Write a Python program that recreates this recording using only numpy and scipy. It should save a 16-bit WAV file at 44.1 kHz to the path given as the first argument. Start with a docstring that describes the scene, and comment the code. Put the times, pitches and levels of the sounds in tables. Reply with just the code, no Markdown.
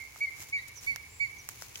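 """A bird pipes an arched, almost pure call three times a second in a yard edged with trees,
which scatter it back. Smaller birds whistle and chip farther off. Close to the stereo microphones,
steps crush dry grass and pat on soft ground, and a few light, dry clicks sound.
Under it all lie a low rumble and the soft hiss of open air."""
import sys
import numpy as np
from scipy import signal
from scipy.fft import rfft, irfft
from scipy.io import wavfile
from scipy.ndimage import uniform_filter1d, map_coordinates

SR = 44100
rng = np.random.default_rng(int(sys.argv[2]) if len(sys.argv) > 2 else 0)


def to_wav(sig):
    """Store sig (one row per channel, or 1-D mono) as 16-bit WAV at the path in sys.argv[1].

    Samples outside -1..1 are clipped; the rate is SR.
    """
    pcm = np.clip(np.atleast_2d(sig), -1, 1) * 32767
    pcm = np.round(pcm).astype(np.int16)
    wavfile.write(sys.argv[1], SR, pcm.T)  # frames by channels


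N = 79380  # 1.8 s


def undb(db):
    """Decibels to gain."""
    return 10 ** (np.asarray(db) / 20)


def pan(x, left_db, left_lag_s=0):
    """Place a sound by how much louder and later it reaches the left microphone than the right."""
    gains = undb(np.array([[left_db], [-left_db]]) / 2)
    pair = x * gains / np.sqrt(np.mean(gains ** 2))
    if left_lag_s:
        pair[0] = map_coordinates(pair[0], [np.arange(N) - left_lag_s * SR], order=3)
    return pair


def ramp(u):
    """Smooth step from 0 to 1."""
    return np.sin(np.pi / 2 * np.clip(u, 0, 1)) ** 2


def wander(rate_hz):
    """Smooth random drift with a spread of 1."""
    hold = max(int(SR / rate_hz), 1)
    steps = np.repeat(rng.standard_normal(N // hold + 1), hold)
    drift = uniform_filter1d(steps, hold)[:N]
    return drift / drift.std()


def colour(noise, spectrum):
    """Shape noise to a spectrum of (freq_hz, relative_db) points, at an rms of 1."""
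    hz, db = np.array(spectrum, float).T
    bins_hz = np.maximum(np.arange(N // 2 + 1) * SR / N, 1)
    gains = undb(np.interp(np.log(bins_hz), np.log(hz), db))
    shaped = irfft(rfft(noise) * gains, N)
    return shaped / shaped.std()


def resonance(x, hz, width_hz):
    """A damped resonance with a steep core and wider skirts; an impulse peaks near 1."""
    low_hz = np.sqrt(hz ** 2 + width_hz ** 2 / 4) - width_hz / 2
    band_hz = (low_hz, min(low_hz + width_hz, SR / 2 - 1))
    skirts = signal.sosfilt(signal.butter(1, band_hz, "band", fs=SR, output="sos"), x)
    core = signal.sosfilt(signal.butter(2, band_hz, "band", fs=SR, output="sos"), x)
    return (core + 0.1 * skirts) * SR / (2 * width_hz)


def piping_bird():
    """Each call arches up at full voice, then weakens as it falls; the trees return it."""
    # start_s, length_s, top_hz, level_db, left_db, left_lag_s, overtone_boost_db
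    calls = [(-.125, .07, 2280, -24, 2, 0.00045, 4), (.203, 0.056, 2288, -25, -3.5, 0.00038, -1.5),
             (0.521, 0.078, 2290, -26, -0.5, 0.0003, 1.5), (0.864, 0.073, 2286, -25, -7, 0.00023, 1),
             (1.195, 0.069, 2283, -24, -9, 0.00027, 0.5)]
    # overtones of the call: multiple, relative_db
    overtones = [(2, -26), (3, -32.5)]
    top_after_s, arch_s, arch_hz = 0.02847, 0.034, 228.5
    attack_s, release_s = 0.014, 0.012
    full_voice_s, tail_fade_s, tail_db = 0.04, 0.026, -8
    lead = SR // 4  # room for a call before time zero, whose echo carries in
    t = np.arange(-lead, N) / SR
    waver = 1 + 0.0016 * np.pad(wander(200.2), (lead, 0), mode="reflect")
    direct, voice = 0, 0
    for start, length, top_hz, level_db, left_db, lag, boost_db in calls:
        age = t - start
        arch = np.exp(-np.abs((age - top_after_s) / arch_s) ** 2.35)
        pitch_hz = (top_hz - arch_hz * (1 - arch)) * waver
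        phase = 2 * np.pi * np.cumsum(pitch_hz) / SR
        tone = np.sin(phase) + sum(undb(db + boost_db) * np.sin(k * phase) for k, db in overtones)
        gate = ramp(age / attack_s) * ramp((length - age) / release_s + 0.5)
        effort = undb(level_db + tail_db * ramp((age - full_voice_s) / tail_fade_s))
        call = gate * effort * tone
        voice += call
        direct += pan(call[lead:], left_db, lag)
    return direct + yard_echoes(voice)[:, lead:]


def yard_echoes(x):
    """Ground and trees scatter sound back, differently to each microphone and louder on the right."""
    # spells of scatter: delay_s, fade_s, level_db
    echoes = [(0.0325, 0.024, -12.5), (.108, 0.032, -19.5), (0.05, 0.23, -19)]
    t = np.arange(SR) / SR
    response = 0
    for delay, fade, level_db in echoes:
        envelope = ramp((t - delay) / 0.0036) * np.exp(-np.maximum(t - delay, 0) / fade)
        scatter = rng.standard_normal((2, SR)) * envelope
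        response += undb(level_db) * scatter / np.sqrt(np.sum(scatter ** 2) / 2)
    returned = signal.fftconvolve(x[None], response, axes=1)[:, :len(x)]
    return pan(returned, left_db=-5)


def far_whistles(t):
    """Birds farther off whistle thin, wavering glides, each with a weaker octave above."""
    # start_s, length_s, start_hz, middle_hz, end_hz, level_db, octave_db, left_db
    whistles = [(-.02, 0.073, 2154, 2125, 2130, -40.5, -28, -9),
                (.262, 0.04, 2125, 2125, 2050, -32.5, -26.5, 14),
                (.57, 0.051, 2000, 1925, 2080, -45.5, -6.5, -10),
                (1.06, .17, 6800, 7400, 6900, -56.5, -40, 3),
                (1.013, 0.36, 8150, 7700, 6000, -61.5, -40, -11)]
    out = 0
    for start, length, start_hz, middle_hz, end_hz, level_db, octave_db, left_db in whistles:
        progress = np.clip((t - start) / length, 0, 1)
        glide = np.polyfit([0, 0.5, 1], [start_hz, middle_hz, end_hz], 2)
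        pitch_hz = np.polyval(glide, progress) * (1 + 0.009 * wander(400))
        phase = 2 * np.pi * np.cumsum(pitch_hz) / SR
        tone = np.sin(phase) + undb(octave_db) * np.sin(2 * phase)
        out += pan(undb(level_db) * np.sin(np.pi * progress) * tone, left_db)
    return out


def dry_grass(t):
    """Each nearby step crushes a short swell of tiny crackles; a faint rustle goes on between them."""
    # swells under the steps: middle_s, half_length_s, level_db, left_db
    rustles = [(0.185, 0.06, -54.5, -2), (0.413, 0.043, -45, -0.5), (0.494, 0.02, -49, -1),
               (0.627, 0.0083, -55.5, -4), (0.685, 0.013, -49.5, 4), (0.767, .02, -52, 0),
               (.85, 0.041, -46.5, -1), (1.51, 0.032, -52, -2), (1.634, 0.074, -49.5, 2),
               (1.785, 0.051, -47, -0.5)]
    # the rustle between steps: time_s, level_db
    stir = [(0, -55.5), (.3, -61), (.55, -65), (.9, -56.5), (1.05, -62.5), (1.3, -62.5), (1.5, -56),
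            (1.8, -67)]
    # spectrum of the crackle: freq_hz, relative_db
    spectrum = [(200, -1.5), (600, -7.5), (1600, -2), (3200, -4), (5000, -2), (6800, 4.5), (8800, -6.5),
                (11000, -2.5), (15500, -5)]
    grain_db, grain_hz = 3.5, 600
    grains = rng.standard_normal((2, N)) * undb(grain_db * wander(grain_hz))
    steps = 0
    for middle, half_length, level_db, left_db in rustles:
        swell = np.exp(-((t - middle) / half_length) ** 2)
        steps += pan(undb(level_db) * swell, left_db)
    between = undb(np.interp(t, *np.array(stir).T))
    return colour(grains, spectrum) * np.hypot(steps, between)


def open_air(t):
    """A wide hiss swells gently over a rumble that grows, nearly alike at both microphones."""
    # spectrum of the hiss: freq_hz, relative_db
    hiss_spectrum = [(170, -4), (300, -2.5), (420, 0), (620, -7), (1050, 0), (1400, -9.5), (2300, 2.5),
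                     (3300, -8.5), (4500, -6.5), (6300, -6), (8500, -15.5), (10500, -6), (12500, -18.5),
                     (16000, -9)]
    # spectrum of the rumble: freq_hz, relative_db
    rumble_spectrum = [(20, -23), (40, -10), (75, -0.5), (120, -1), (170, -16.5), (300, -28.5), (700, -44)]
    hiss_db, swell_db = -54.5, 0.46
    rumble_db, rise_db, rise_s, stereo_width = -59, 5.5, 1.1, 0.092
    hiss = colour(rng.standard_normal((2, N)), hiss_spectrum) * undb(hiss_db + swell_db * wander(7.45))
    rumble_gain = undb(rumble_db + rise_db * (ramp(t / rise_s) - 1))
    mid, side = colour(rng.standard_normal((2, N)), rumble_spectrum) * rumble_gain
    return hiss + mid + stereo_width * np.array([side, -side])


def dry_clicks(t):
    """Close by, a sharp snap with a trace of grit sets off a low knock, a high ring and a crackle."""
    # start_s, left_db, left_lag_s, knock_hz, knock_width_hz, knock_db,
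    # ring_hz, ring_width_hz, ring_db, crackle_db
    clicks = [(.161, -9, 0, 1050, 890, -39, 5500, 2000, -65, -64),
              (.9605, -12.5, .00016, 1470, 1400, -27, 5600, 2050, -28, -25.5),
              (1.4895, -4.5, .00008, 1400, 1260, -30, 7640, 2970, -21.5, -23.5),
              (1.6222, 10.5, -.0001, 990, 1250, -32, 5660, 1590, -30.5, -30.5),
              (1.7572, 4.5, -.00009, 2810, 610, -31, 5660, 1400, -33, -40)]
    grit_db, grit_fade_s = -20.5, 0.0016
    crackle_hz, crackle_width_hz = 11150, 5800
    out = 0
    for start, left_db, lag, *knock_and_ring, crackle_db in clicks:
        age = t - start
        grit_envelope = undb(grit_db) * (age > 0) * np.exp(-np.abs(age) / grit_fade_s)
        snap = rng.standard_normal((2, N)) * grit_envelope
        snap[:, int(start * SR)] += 1
        modes = [knock_and_ring[:3], knock_and_ring[3:], (crackle_hz, crackle_width_hz, crackle_db)]
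        click = sum(undb(db) * resonance(snap, hz, width_hz) for hz, width_hz, db in modes)
        out += pan(click, left_db, lag)
    return out


def footfalls(t):
    """Feet land with dull pats on soft ground, centred between the microphones."""
    # start_s, level_db
    pats = [(0.391, -52), (0.907, -49.5), (1.483, -52.5)]
    # spectrum of a pat: freq_hz, relative_db
    spectrum = [(30, -14), (90, 3), (250, -12), (500, -15.5), (1500, -28)]
    attack_s, fade_s = 0.0082, 0.024
    envelope = 0
    for start, level_db in pats:
        age = t - start
        envelope += undb(level_db) * ramp(age / attack_s) * np.exp(-np.abs(age) / fade_s)
    return envelope * colour(rng.standard_normal(N), spectrum)


def far_chips(t):
    """A small bird farther off gives short falling chips; fast pitch jitter makes them buzz."""
    # start_s, length_s, start_hz, end_hz, level_db, left_db
    chips = [(0.75, .058, 6380, 5370, -44, -13), (1.373, 0.05, 6450, 5720, -49, -1)]
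    out = 0
    for start, length, start_hz, end_hz, level_db, left_db in chips:
        progress = np.clip((t - start) / length, 0, 1)
        pitch_hz = (start_hz + (end_hz - start_hz) * progress) * (1 + 0.03 * wander(900))
        tone = np.sin(2 * np.pi * np.cumsum(pitch_hz) / SR)
        out += pan(undb(level_db) * np.sin(np.pi * progress) * tone, left_db)
    return out


def scene():
    """The yard from the microphones: far birds carry much more echo than the close clicks."""
    t = np.arange(N) / SR
    far_send_db, near_send_db = 6, -19
    far = far_whistles(t) + far_chips(t)
    near = dry_clicks(t)
    echoes = yard_echoes(np.mean(undb(far_send_db) * far + undb(near_send_db) * near, axis=0))
    return piping_bird() + far + near + echoes + dry_grass(t) + footfalls(t) + open_air(t)


def record(dry):
    """The recorder cuts the top of the treble."""
    cutoff_hz = 15900
    return signal.sosfilt(signal.ellip(8, 0.2, 70, cutoff_hz, fs=SR, output="sos"), dry)


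dry = scene()
out = record(dry)
to_wav(out)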